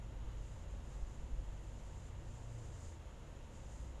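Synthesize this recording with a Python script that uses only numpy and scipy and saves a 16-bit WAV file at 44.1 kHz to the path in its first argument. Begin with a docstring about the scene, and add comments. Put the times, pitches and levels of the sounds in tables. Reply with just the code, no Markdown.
"""From the start a quiet workroom hisses and rumbles, a fan whirs, a motor hums and a distant
engine drones in the room's low resonances. Soft bumps travel through the bench to the microphone
as flux begins to sizzle faintly under a soldering iron. A hand rustles on the circuit board, which
creaks dully as the fingers adjust their grip. Near 3 s the iron is lifted and the sizzle sinks;
half a second later it touches down again."""
import sys
import numpy as np
from scipy.fft import rfft, irfft, next_fast_len
from scipy.io import wavfile
from scipy.ndimage import map_coordinates

SR = 44100
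rng = np.random.default_rng(int(sys.argv[2]) if len(sys.argv) > 2 else 0)


def to_wav(s):
    """Save 16-bit WAV."""
    ch = np.atleast_2d(s).T  # columns
    pcm = np.round(np.clip(ch, -1, 1) * 32767)  # PCM
    wavfile.write(sys.argv[1], SR, pcm.astype(np.int16))


N = 176400


def amp(db):
    """Decibels to amplitude ratio."""
    return 10 ** (np.asarray(db) / 20)


def unit(x):
    """Normalise to rms 1."""
    return x / np.sqrt(np.mean(x ** 2) + 1e-20)


def along(points, hz):
    """Interpolate (Hz, value) points on a logarithmic frequency axis."""
    freqs, values = np.transpose(points)
    return np.interp(np.log(hz + 1), np.log(freqs + 1), values)


def curves(rows):
    """Interpolate each column after the time to one value per sample."""
    times, *columns = np.transpose(rows)
    return [np.interp(np.arange(N) / SR, times, column) for column in columns]


def wobble(rate):
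    """Random modulation: a smooth curve with rate knots a second."""
    return map_coordinates(rng.standard_normal(1024), [np.arange(N) * rate / SR], mode="mirror")


def filtered(x, response):
    """Linear filtering: the spectrum of x is multiplied by a frequency response."""
    size = next_fast_len(N + SR // 2)
    return irfft(rfft(x, size) * response(np.fft.rfftfreq(size, 1 / SR)), size)[:N]


def noise(spectrum):
    """White noise shaped by a spectrum, at rms 1."""
    return unit(filtered(rng.standard_normal(N), lambda hz: amp(along(spectrum, hz))))


def tone(hz):
    """A sine of rms 1 whose phase is the integral of its frequency."""
    return np.sqrt(2) * np.sin(2 * np.pi * (np.cumsum(hz) / SR + rng.random()))


def room():
    """The noise floor is a sum of air, rumble, a wavering low room note and microphone hiss."""
    # Each row of these spectra: frequency in Hz, relative level in dB.
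    air_spectrum = [(100, 1.5), (170, -0.5), (225, -2), (275, -2.5), (325, -2), (410, -5.5), (470, -3.5),
                    (530, -3.5), (660, -7), (820, -9), (915, -6.5), (1030, -10.5), (1500, -15), (2100, -17),
                    (2400, -21), (2750, -17.5), (3200, -19.5), (4400, -38), (8000, -48)]
    rumble_spectrum = [(8, -5.5), (20, 2), (32, 2), (52, 2.5), (62, -0.5), (72, 1.5), (82, -7.5),
                       (100, -5.5), (130, -11), (170, -15), (300, -44), (800, -120)]
    hiss_spectrum = [(1000, 2), (3000, 2), (3800, 6.5), (4600, 0.5), (5700, 2), (6300, 4.5), (6850, 8),
                     (7100, 11), (7300, 0), (7600, 2), (8500, -4.5), (10000, -5), (12000, -6)]
    fade_db = 0.4 * np.arange(N) / SR
    air = amp(-59 + 0.25 * wobble(rate=8.83)) * noise(air_spectrum)
    rumble = amp(-52 - fade_db + 0.89 * wobble(rate=4.08)) * noise(rumble_spectrum)
    boom = amp(-60.5 + 3.4 * wobble(rate=3.92)) * tone(hz=61.93 + 0.93 * wobble(rate=6))
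    hiss = amp(-72) * noise(hiss_spectrum)
    return air + rumble + boom + hiss


def fan():
    """Resonance: a fan's moving air excites narrow bands that sing faintly."""
    # Each row: centre frequency in Hz, half-width in Hz, level in dB.
    resonances = [(217.5, 5.6, -73.5), (243.1, 4.6, -76), (324.4, 16, -75.5), (514.5, 14, -77),
                  (559, 30, -75.5), (718, 12, -83.5), (912, 22, -77.5)]
    whir = np.zeros(N)
    for centre, half_width, db in resonances:
        band = filtered(rng.standard_normal(N), lambda hz: 1 / (1 + ((hz - centre) / half_width) ** 2))
        whir += amp(db) * unit(band)
    return whir


def motor():
    """An electric motor hums in a harmonic series; the fundamental fades and returns, overtones stay."""
    # Each row: time in seconds, level of the fundamental in dB.
    envelope = [(0, -51.5), (.3, -45.5), (.7, -51.5), (1.05, -47.5), (1.18, -61.5), (1.33, -47),
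                (1.7, -50.5), (1.95, -55.5), (2.5, -59), (3.2, -65), (3.5, -64), (3.85, -52), (4, -54)]
    # Each row: harmonic number, level in dB.
    overtones = [(2, -67.5), (3, -66.5)]
    level_db, = curves(envelope)
    hz = 48.43 + 0.19 * wobble(rate=4)
    fundamental = amp(level_db) * tone(hz)
    return fundamental + sum(amp(db + 1.2 * wobble(rate=4.5)) * tone(k * hz) for k, db in overtones)


def engine():
    """Forced resonance: an engine slows twice, and its orders swell as they slide through room modes."""
    # Each row: time in seconds, rotation rate in Hz, level in dB before the room's gain.
    running = [(0, 28.53, -63), (.45, 28.45, -62), (.72, 26.9, -63), (1, 25.15, -57.5), (1.2, 26, -86),
               (1.42, 32.28, -57), (1.8, 31.2, -63.5), (2.1, 30.5, -55), (2.35, 29.42, -57.5),
               (2.57, 28.6, -56), (2.85, 27.54, -61.5), (3.05, 26.3, -59.5), (3.35, 25.22, -69),
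               (3.52, 26.16, -73.5), (3.83, 31.53, -58.5), (4, 31.55, -78)]
    # Each entry: a multiple of the rotation rate.
    orders = [3, 4, 5]
    # Each row: frequency in Hz, gain in dB.
    room_response = [(78, -2.5), (82.5, 10), (86.5, -6.5), (91, 1), (97, 3), (108, -8.5), (114.5, 8),
                     (120, -6.5), (126, -3.5), (135, -9), (160, -11)]
    hz, level_db = curves(running)
    return sum(amp(level_db + along(room_response, k * hz)) * tone(k * hz) for k in orders)


def bumps():
    """Damped oscillation: each nudge rocks the bench for a cycle or two."""
    # Each row: start in seconds, level in dB at which the decay begins, push (+1) or release (-1).
    nudges = [(0.245, -33.5, 1), (0.406, -36, 1), (1.024, -29.5, 1), (1.188, -37, 1), (1.232, -35.5, 1),
              (1.326, -30.5, 1), (1.384, -30.5, -1), (1.487, -35, -1)]
    bench_hz, rise_s, t60_s = 30.2, 0.0022, 0.12
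    rocking = np.zeros(N)
    for start, db, direction in nudges:
        age = np.maximum(np.arange(N) / SR - start, 0)
        envelope = amp(db - 60 * age / t60_s) * (1 - np.exp(-age / rise_s))
        rocking += direction * envelope * np.sin(2 * np.pi * bench_hz * age)
    return rocking


def sizzle():
    """Tiny, dense bubbles of boiling flux add incoherently into a hiss; a harder boil is brighter."""
    # Each row: time in seconds, level of the boil in dB.
    envelope = [(0, -90), (.28, -84), (.45, -72.5), (.63, -74.5), (.665, -84), (.69, -79), (.72, -75),
                (.81, -78.5), (.95, -70.8), (1.05, -75), (1.14, -74), (1.3, -78.5), (1.7, -74.5),
                (1.95, -73), (2.07, -70.5), (2.12, -78), (2.24, -76.5), (2.31, -72), (2.48, -72.5),
                (2.58, -69.5), (2.72, -70.5), (2.82, -67), (2.89, -67), (2.94, -71.5), (2.99, -81),
                (3.5, -80), (3.55, -71.5), (3.65, -74.5), (3.73, -69), (3.85, -71), (3.94, -79), (4, -76)]
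    # Each row of these spectra: frequency in Hz, relative level in dB.
    boil_spectrum = [(2500, -27), (4200, -15.5), (5000, -9.5), (5600, -13.5), (6300, -5.5), (6800, -2.5),
                     (7100, -2), (7350, 0), (7650, -11), (8500, -12.5), (10000, -21), (12000, -32)]
    spray_spectrum = [(4000, -25), (6000, -6), (7200, 6), (8500, -1.5), (10000, -10), (12000, -15.5)]
    level_db, = curves(envelope)
    sputter_db = wobble(rate=30)
    spray_db = -75 + 1.4 * (level_db - level_db.max())  # spray grows faster than the boil
    return amp(level_db + sputter_db) * noise(boil_spectrum) + amp(spray_db) * noise(spray_spectrum)


def friction(strokes, spectrum):
    """Friction noise: skin rubs the board in short Gaussian swells."""
    t = np.arange(N) / SR
    swells = sum(amp(db) * np.exp(-(2 * (t - centre) / length) ** 2) for centre, length, db in strokes)
    return swells * noise(spectrum)


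def rustle():
    """Sliding friction: the hand shifts on the board with a soft midrange noise."""
    # Each row: centre time in seconds, length in seconds, level at the crest in dB.
    shifts = [(.3, 0.097, -67.5), (0.938, 0.076, -68), (2.84, 0.13, -71), (3.089, 0.094, -70.5)]
    # Each row: frequency in Hz, relative level in dB.
    spectrum = [(300, -6), (700, 2), (1200, 9), (2000, -5), (4000, -8), (8000, -29)]
    return friction(shifts, spectrum)


def creak():
    """Friction of the fingers adjusting their grip draws a dull, low creak from the board."""
    # Each row: centre time in seconds, length in seconds, level at the crest in dB.
    grips = [(1.15, .1, -64), (1.235, .04, -64.5), (1.305, 0.06, -61.5)]
    # Each row: frequency in Hz, relative level in dB.
    spectrum = [(100, -27), (190, -5.5), (245, 3), (300, -11), (420, -19), (900, -47), (2000, -120)]
    return friction(grips, spectrum)


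def scene():
    """Superposition: the pressures of all sources add at one microphone."""
    return (room() + fan() + motor() + engine() + bumps() + sizzle() + rustle() + creak())[None]


def record(dry):
    """Band limiting: an ideal low-pass filter removes the highest treble."""
    cutoff_hz = 12080
    return np.array([filtered(channel, lambda hz: hz < cutoff_hz) for channel in dry])


dry = scene()
out = record(dry)
to_wav(out)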